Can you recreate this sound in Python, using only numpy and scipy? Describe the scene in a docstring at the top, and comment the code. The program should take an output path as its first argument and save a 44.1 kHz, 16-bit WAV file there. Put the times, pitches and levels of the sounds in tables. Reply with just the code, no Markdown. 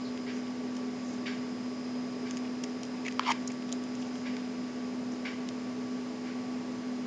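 """A computer fan hums and whines in a quiet room: steady tones over air rushing through its case.
Close to a small microphone, fingertips rub along a thin wire and plastic beads click on it, each
impact ringing their damped modes. Across the room a clock ticks once a second, mostly reverberation.
Friction makes the wire chirp in a bead hole; then a pinched bead snaps loose and rasps over the wire
by stick and slip."""
import sys
import numpy as np
from scipy import signal
from scipy.fft import rfft, irfft, next_fast_len
from scipy.io import wavfile
from scipy.ndimage import uniform_filter1d

SR = 44100
rng = np.random.default_rng(int(sys.argv[2]) if len(sys.argv) > 2 else 0)


def file_out(sig):
    """Save sig as 16-bit WAV at sys.argv[1]."""
    # one column per channel
    cols = np.atleast_2d(sig).T
    # limit, then scale
    lim = np.clip(cols, -1, 1)
    pcm = np.round(lim * 32767).astype(np.int16)
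    wavfile.write(sys.argv[1], SR, pcm)


N = 311430
TIME = np.arange(N) / SR

# weaker fan and mains tones: f/Hz, rms level/dB, level waver/dB, pitch wander/Hz
FAN_TONES = [(120.7, -61.5, 0, .2), (209.8, -54, 0.5, 0.32), (427.7, -52.5, 1.5, .7),
             (1141.7, -58, 1.4, .4)]
# partials of the fan's whine: f/Hz, relative level/dB
WHINE_PARTIALS = [(4867, -10.5), (4986, -1), (5017, -11), (5103, -12), (5346, -12), (5464, -15.5)]
# envelope of the whine: t/s, gain/dB
WHINE_ENVELOPE = [(0.2, -59.5), (0.65, -63), (1.8, -58), (2.4, -59.5), (4.4, -60.5), (5.0, -63), (7.0, -64)]
# spectrum of rushing air and microphone hiss: f/Hz, relative level/dB
AIR_SPECTRUM = [(20, -34), (40, -26.5), (100, -12.5), (170, -4), (230, 1), (360, -4), (600, -5), (850, -10),
                (1400, -15), (2200, -16), (3500, -22.5), (5200, -20.5), (7000, -26), (9500, -33.5)]
# resonances of the fan's case: f/Hz, bandwidth/Hz, rms level/dB
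FAN_CASE_MODES = [(197, 22, -58), (254.5, 22, -53), (319.5, 31.4, -55.5), (400.5, 13.5, -55),
                  (414.6, 19.5, -57)]
# fingertips on wire and cord, and the bead creeping along the wire just before the drag (3.232 s, 3.244 s):
# t/s, half-width/s, level/dB, f/Hz, bandwidth/Hz
WIRE_RUBS = [(0.065, 0.085, -57.5, 4240, 900), (0.37, 0.046, -58, 6160, 2100),
             (1.08, 0.14, -60, 6200, 2100), (2.34, 0.082, -60, 5700, 2100), (2.457, .03, -56, 2600, 1500),
             (2.964, 0.032, -54, 2280, 1300), (3.232, 0.049, -48, 1100, 1500),
             (3.244, 0.033, -48, 2600, 2100), (4.045, 0.035, -52.5, 2430, 2100),
             (4.04, 0.07, -56, 6060, 2600), (4.18, 0.067, -58, 6060, 2100),
             (4.395, 0.025, -55, 2400, 2100), (4.448, .012, -56, 3500, 2100),
             (5.127, 0.04, -59, 5500, 2100)]
# bead against bead or wire: t/s, relative bright peak level/dB, bright f/Hz, bright t60/s,
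# relative level of the lower modes/dB, strongest lower mode f/Hz
BEAD_IMPACTS = [(0.175, -34.5, 5100, .002, -42, 2950), (0.4688, -49, 5400, .003, -47, 3020),
                (0.7522, -40, 5400, .003, -52, 3000), (0.767, -34.5, 5400, .002, -45, 3000),
                (2.309, -27, 6400, .004, -37.5, 2920), (2.370, -30, 6460, .003, -39, 2800),
                (2.375, -38, 6500, .003, -45, 2500), (2.6362, -30.5, 5300, .002, -40, 3100),
                (2.638, -25.5, 5650, 0.0034, -38.5, 3100), (2.641, -33, 6300, .003, -38.5, 2200),
                (2.698, -39, 5400, .003, -52, 3000), (2.8324, -27, 5300, 0.0013, -40, 3000),
                (2.851, -37, 5700, .003, -50, 3400), (3.111, -42, 5400, .002, -42, 2400),
                (3.1232, -36, 6200, .003, -41.5, 2300), (3.279, -42, 5400, .003, -30, 2300),
                (3.3045, -28, 6000, .002, -34, 3050), (3.3140, -29, 5400, .003, -33.5, 3000),
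                (3.3173, -30, 5400, .003, -29, 2050), (3.3195, -23, 5970, .002, -30.5, 2900),
                (3.475, -25.5, 6800, .003, -44, 4300), (3.478, -30, 5750, .004, -50, 3600),
                (3.518, -31, 6690, .003, -49, 3000), (3.6237, -47, 5000, .003, -45, 2900),
                (3.6915, -34, 5440, .003, -44, 3600), (3.7178, -35, 5600, .004, -43, 3700),
                (3.7251, -20.5, 6670, .0035, -32.5, 3970), (3.8375, -37, 6500, .003, -47, 3600),
                (3.9517, -34, 6300, .003, -50, 3600), (4.024, -50, 5400, .003, -44, 2890),
                (4.155, -36, 5630, .003, -44, 3000), (4.3664, -33, 5430, 0.0033, -37.5, 2200),
                (5.4876, -28, 4750, .0035, -41, 2950), (5.488, -31, 5300, .004, -42, 3660)]
# gaps between the rebounds of one contact: t/s
REBOUND_GAPS = [.00012, .00021, .00035]
# bright and lower modes of a bead on the wire: f/Hz, relative level/dB, t60/s
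BRIGHT_MODES = [(4320, -9.5, 0.0045), (5580, -7.5, 0.0055), (6500, -15, 0.0048), (9000, -16.5, .003)]
LOWER_MODES = [(2170, -16.5, 0.009), (3200, -9.5, 0.004), (3560, -6.5, 0.004), (4720, -3, 0.0052)]
# beats of the clock: t/s, gain/dB, rise/s, treble tilt/(dB/octave)
CLOCK_BEATS = [(.26, -40.5, 0.031, -1.5), (1.254, -36.5, .016, -.3), (2.25, -47, .02, 2),
               (3.252, -36.5, .012, -1), (4.251, -42, 0.015, -0.5), (5.249, -37.5, 0.0079, -2),
               (6.25, -44.5, 0.028, -4)]
# resonances of the clock's case: f/Hz, bandwidth/Hz, relative level/dB, t60 with the room's tail/s
CLOCK_MODES = [(1100, 1100, -11.5, 0.48), (1604, 220, -7.5, 0.44), (1976, 360, -10, 0.79),
               (2287, 280, -5.5, 0.42), (2900, 600, -9, 0.54), (3630, 900, -11, .36),
               (4600, 410, -9.5, 0.4), (5390, 620, -13.5, 0.42), (6960, 1300, -22.5, 0.77)]
# chirps of the wire in a bead hole: t/s, half-width/s, gain/dB
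WIRE_CHIRPS = [(3.0515, .0025, -38), (3.058, 0.005, -42), (3.0655, 0.0059, -33.5), (3.077, 0.0054, -42),
               (3.0832, 0.0029, -29.5), (3.0872, 0.0025, -37), (3.505, .008, -46)]
# fine scratch around a chirp: f/Hz, bandwidth/Hz, relative level/dB
SCRATCH_BANDS = [(3000, 1200, -14.5), (4500, 600, -17), (6250, 2400, -13)]
# modes of bead and wire held in the fingers: f/Hz, relative level/dB, t60/s
GRIPPED_MODES = [(985, 3.5, 0.06), (1080, -0.5, 0.027), (1186, -1.5, 0.019), (1750, -10, 0.016),
                 (2180, -3, 0.014), (2290, 1.5, 0.012), (3140, 1.5, .012), (3500, -12, 0.0054),
                 (4450, -1.5, 0.01), (5400, -7, 0.016), (6500, -23, 0.0025)]
# the dragged bead catches and shudders: t/s, half-width/s, level/dB
DRAG_CATCHES = [(3.269, 0.012, -32.5), (3.283, .008, -29), (3.292, 0.0053, -23), (3.3058, .008, -24),
                (3.3145, 0.0055, -28.5)]
# hiss of plastic sliding on wire: f/Hz, bandwidth/Hz, level at the stop/dB, growth/(dB/s)
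RASP_BANDS = [(2130, 450, -36.5, 75), (3070, 510, -39, 130), (3900, 700, -52, 100), (4570, 500, -45.5, 60),
              (5480, 500, -44, 130), (6560, 1200, -45, 310), (8700, 1200, -52, 300)]
# microphone response, with a deep treble notch: f/Hz, gain/dB
MICROPHONE_RESPONSE = [(6900, 0), (7450, -0.5), (7650, -11), (7880, -32), (8120, -29.5), (8350, -12.5),
                       (8600, -3.5), (9200, -10.5), (9600, -19), (10000, -24)]

DRAG_START_S, DRAG_STOP_S = 3.254, 3.320


def from_db(db):
    """Amplitude grows tenfold for every 20 dB."""
    return 10 ** (np.asarray(db) / 20)


def rms_one(x):
    """Normalisation to unit mean power."""
    return x / np.sqrt(np.mean(x ** 2) + 1e-20)


def evened(x, size):
    """Division by the running rms over size samples flattens the envelope."""
    return x / np.sqrt(np.abs(uniform_filter1d(x ** 2, size=size)) + 1e-6 * np.mean(x ** 2))


def add(out, s, sound):
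    """Superposition: a sound joins the mix at time s."""
    at = max(0, round(s * SR))
    out[at:at + len(sound)] += sound[:N - at]


def filtered(x, order, hz, kind):
    """A maximally flat filter attenuates what lies outside its passband."""
    return signal.sosfilt(signal.butter(order, hz, kind, fs=SR, output="sos"), x)


def coloured(x, points):
    """Minimum-phase filtering by a (f/Hz, gain/dB) curve: nothing rings before a click."""
    hz, db = np.transpose(points)
    size = 2 * next_fast_len(len(x) // 2 + 1)
    bins = np.maximum(np.arange(size // 2 + 1) * SR / size, 1)
    gain = from_db(np.interp(np.log(bins), np.log(hz), db))
    cepstrum = irfft(np.log(gain))
    causal = np.r_[cepstrum[0], 2 * cepstrum[1:size // 2]]
    return irfft(rfft(x, size) * np.exp(rfft(causal, size)), size)[:len(x)]


def drift(corner_hz):
    """Low-passed noise gives a slow random fluctuation of unit rms."""
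    step = 40
    pole = np.exp(-2 * np.pi * corner_hz * step / SR)
    noise = rng.standard_normal(N // step + 2002)
    slow = signal.lfilter([1], [1, -2 * pole, pole * pole], noise)[2000:]
    return np.interp(np.arange(N) / step, np.arange(len(slow)), rms_one(slow))


def resonant_noise(modes, size=N):
    """Resonators (f/Hz, bandwidth/Hz, rms level/dB) select steep-sided bands from white noise."""
    out = 0
    for hz, width, db in modes:
        r = np.exp(-np.pi * width / SR)
        section = [1, 0, -1, 1, -2 * r * np.cos(2 * np.pi * hz / SR), r * r]
        band = signal.sosfilt([section, section], rng.standard_normal(size))
        out = out + from_db(db) * rms_one(band)
    return out


def struck(modes):
    """An impulse response is a sum of damped modes (f/Hz, level/dB, t60/s)."""
    t = TIME[:SR // 20]
    return sum(from_db(db - 60 * t / t60) * np.sin(2 * np.pi * hz * t) for hz, db, t60 in modes)


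def swells(rows):
    """Bell-shaped amplitude envelopes (t/s, half-width/s, level/dB), summed."""
    return sum(from_db(db) * np.exp(-np.minimum(2 * ((TIME - s) / half_width) ** 2, 20))
               for s, half_width, db in rows)


def tone(hz, wander_hz):
    """Random frequency modulation makes a sine of unit rms wander in pitch."""
    cycles = np.cumsum(hz + wander_hz * drift(4.0)) / SR
    return np.sqrt(2) * np.sin(2 * np.pi * (cycles + rng.random()))


def fan(hum_hz=249.5, hum_db=-37, hum_waver_db=1.0, air_db=-44.5):
    """Periodic motion gives a hum and a whine; rushing air gives noise and excites the case's modes."""
    hum = from_db(hum_db + hum_waver_db * drift(6)) * tone(hum_hz, wander_hz=0.51)
    tones = sum(from_db(db + waver_db * drift(8.9)) * tone(hz, wander_hz)
                for hz, db, waver_db, wander_hz in FAN_TONES)
    whine_gain = from_db(np.interp(TIME, *np.transpose(WHINE_ENVELOPE)))
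    whine = whine_gain * sum(from_db(db) * tone(hz, wander_hz=2.0) for hz, db in WHINE_PARTIALS)
    air = from_db(air_db) * rms_one(coloured(rng.standard_normal(N), AIR_SPECTRUM))
    return hum + tones + whine + air + resonant_noise(FAN_CASE_MODES)


def wire_rubs(grain_db=3.5):
    """Sliding friction of fingertips, and of the bead creeping along the wire before the drag, gives soft
    swells of grainy band noise."""
    rubs = sum(swells([(s, half_width, db)]) * resonant_noise([(hz, width, 0)])
               for s, half_width, db, hz, width in WIRE_RUBS)
    return rubs * from_db(grain_db * drift(90))


def chatter(size, bounce=0.47, jitter=0.25, return_s=0.002, return_db=-10):
    """Elastic rebound breaks one contact into quick dying pulses, then a weaker second touch."""
    pulses = signal.unit_impulse(size)
    for gap_s in REBOUND_GAPS:
        lag = max(2, round(gap_s * SR * (1 + jitter * rng.uniform(-1, 1))))
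        loop = np.r_[1, np.zeros(lag - 1), bounce]
        pulses = signal.lfilter(loop[::-1], loop, pulses)  # all-pass: the spectrum stays flat
    return_lag = round(return_s * SR * (1 + jitter * rng.uniform(-1, 1)))
    return pulses + from_db(return_db) * np.roll(pulses, return_lag)


def bead_clicks(lower_t60=0.005, settle_db=-31, settle_t60=0.054, bright_gain_db=1.5,
                lower_gain_db=-10.5):
    """Impact excitation: the contact force rings a bead's modes as it strikes, chatters and settles."""
    out, t = np.zeros(N), TIME[:SR // 40]
    for s, bright_db, bright_hz, bright_t60, lower_db, lower_hz in BEAD_IMPACTS:
        contact = chatter(len(t))
        contact += from_db(settle_db - 60 * t / settle_t60) * rng.standard_normal(len(t))
        # a free bead is too small to radiate much below its lower modes
        contact = filtered(contact, 3, 0.67 * lower_hz, "high")
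        bright_ring = np.diff(struck([(bright_hz, 0, bright_t60)]) + struck(BRIGHT_MODES))
        lower_ring = struck([(lower_hz, 0, lower_t60)]) + struck(LOWER_MODES)
        bright = signal.fftconvolve(contact, bright_ring)
        lower = signal.fftconvolve(contact, lower_ring)[:len(t)]
        add(out, s, from_db(bright_db + bright_gain_db) * bright / np.abs(bright).max())
        add(out, s, from_db(lower_db + lower_gain_db) * rms_one(lower))
    return out


def clock(ring_hz=2220, ring_width_hz=450, ring_db=2, ring_t60=0.1,
          early_db=-7, early_t60=0.042, pivot_hz=2300):
    """Reverberation: the far escapement's brief ring and early reflections give way to a diffuse tail."""
    out, t = np.zeros(N), TIME[:SR // 2]
    early_boost = 1 + from_db(early_db - 60 * t / early_t60)
    for s, db, rise_s, tilt_db in CLOCK_BEATS:
        tail = 0
        for hz, width, mode_db, t60 in CLOCK_MODES:
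            tilted_db = mode_db + tilt_db * max(0, np.log2(hz / pivot_hz))
            tail += resonant_noise([(hz, width, tilted_db)], size=len(t)) * from_db(-60 * t / t60)
        ring = evened(resonant_noise([(ring_hz, ring_width_hz, 0)]), size=200)[:len(t)]
        ring *= from_db(ring_db - 60 * t / ring_t60)
        rise = np.minimum(t / rise_s, 1)
        add(out, s, from_db(db) * (tail * early_boost + ring) * rise)
    return out


def wire_chirps(squeak_hz=2260, width_hz=550, squeak_db=-1):
    """Friction in a bead hole briefly excites a resonance: a squeak with fine scratch around it."""
    squeak = from_db(squeak_db) * evened(resonant_noise([(squeak_hz, width_hz, 0)]), size=120)
    return swells(WIRE_CHIRPS) * (squeak + resonant_noise(SCRATCH_BANDS))


def bead_snap(s=3.1947, peak_db=-7.5, pinch_pitch=1.08, pinch_t60=0.017, contact_hz=6000,
              rebound_s=0.00063, rebound_gain=0.73, cushion_hz=1800):
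    """Sudden release rings a pinched bead, which strikes again at once; the fingers damp its modes."""
    out = np.zeros(N)
    modes = [(hz * pinch_pitch if hz < 1500 else hz, db, t60) for hz, db, t60 in GRIPPED_MODES]
    ring = filtered(struck(modes), 2, contact_hz, "low")
    ring *= from_db(-60 * TIME[:len(ring)] / pinch_t60)
    add(out, s, ring)
    # the second touch is cushioned by the fingertip
    add(out, s + rebound_s, rebound_gain * filtered(ring, 1, cushion_hz, "low"))
    return from_db(peak_db) * out / np.abs(out).max()


def push(stop_db, db_per_s, attack_s=0.013, release_t60=0.018):
    """Friction noise grows with speed: its envelope climbs until the bead stops, then dies quickly."""
    attack = np.clip((TIME - DRAG_START_S) / attack_s, 0, 1)
    until_stop = np.clip(DRAG_STOP_S - TIME, 0, 1)
    since_stop = np.clip(TIME - DRAG_STOP_S, 0, 0.5)
    return attack * from_db(stop_db - db_per_s * until_stop - 60 * since_stop / release_t60)


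def bead_drag(slips_per_s=2500, spread_db=5, body_band_hz=(900, 1400), pitch_ratios=(1.03, 0.94)):
    """Stick-slip friction shakes the gripped bead at each catch, while its sliding hiss brightens."""
    slipping = rng.random(N) < slips_per_s / SR
    slips = slipping * from_db(spread_db * rng.standard_normal(N)) * rng.choice([-1, 1], N)
    body = signal.fftconvolve(slips, struck(GRIPPED_MODES))[:N]
    body = filtered(body, 1, body_band_hz, "band")
    # the ring sinks as the grip loosens
    pitch = np.interp(TIME, [DRAG_START_S, DRAG_STOP_S], pitch_ratios, left=1)
    body = np.interp(np.cumsum(pitch) / SR, TIME, body)
    # each band of sliding hiss is evened to a steady level, then follows the push
    hiss = sum(evened(resonant_noise([(hz, width, 0)]), size=400) * push(db, growth)
               for hz, width, db, growth in RASP_BANDS)
    return evened(body, size=200) * swells(DRAG_CATCHES) + hiss


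def room(x, t60=0.25, table_delay_s=0.003):
    """A diffuse field decays exponentially, starting with the reflection from the table."""
    t = TIME[:SR // 2]
    tail = rng.standard_normal(len(t)) * from_db(-60 * t / t60) * (t > table_delay_s)
    return signal.fftconvolve(x, tail / np.linalg.norm(tail))[:N]


def scene(radiation_hz=660, room_db=-19):
    """Superposition of close handling sounds, their faint reverberation, the clock and the fan."""
    handling = bead_clicks() + bead_snap() + bead_drag() + wire_chirps() + wire_rubs()
    handling = filtered(handling, 6, radiation_hz, "high")  # such small things radiate no bass
    return (handling + from_db(room_db) * room(handling) + clock() + fan())[None]


def record(dry, cutoff_hz=9900):
    """The microphone's frequency response notches the treble; a steep low-pass cuts the top."""
    sound = coloured(dry[0], MICROPHONE_RESPONSE)
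    low_pass = signal.ellip(8, 0.2, 70, cutoff_hz, fs=SR, output="sos")
    return signal.sosfilt(low_pass, sound)[None]


dry = scene()
out = record(dry)
file_out(out)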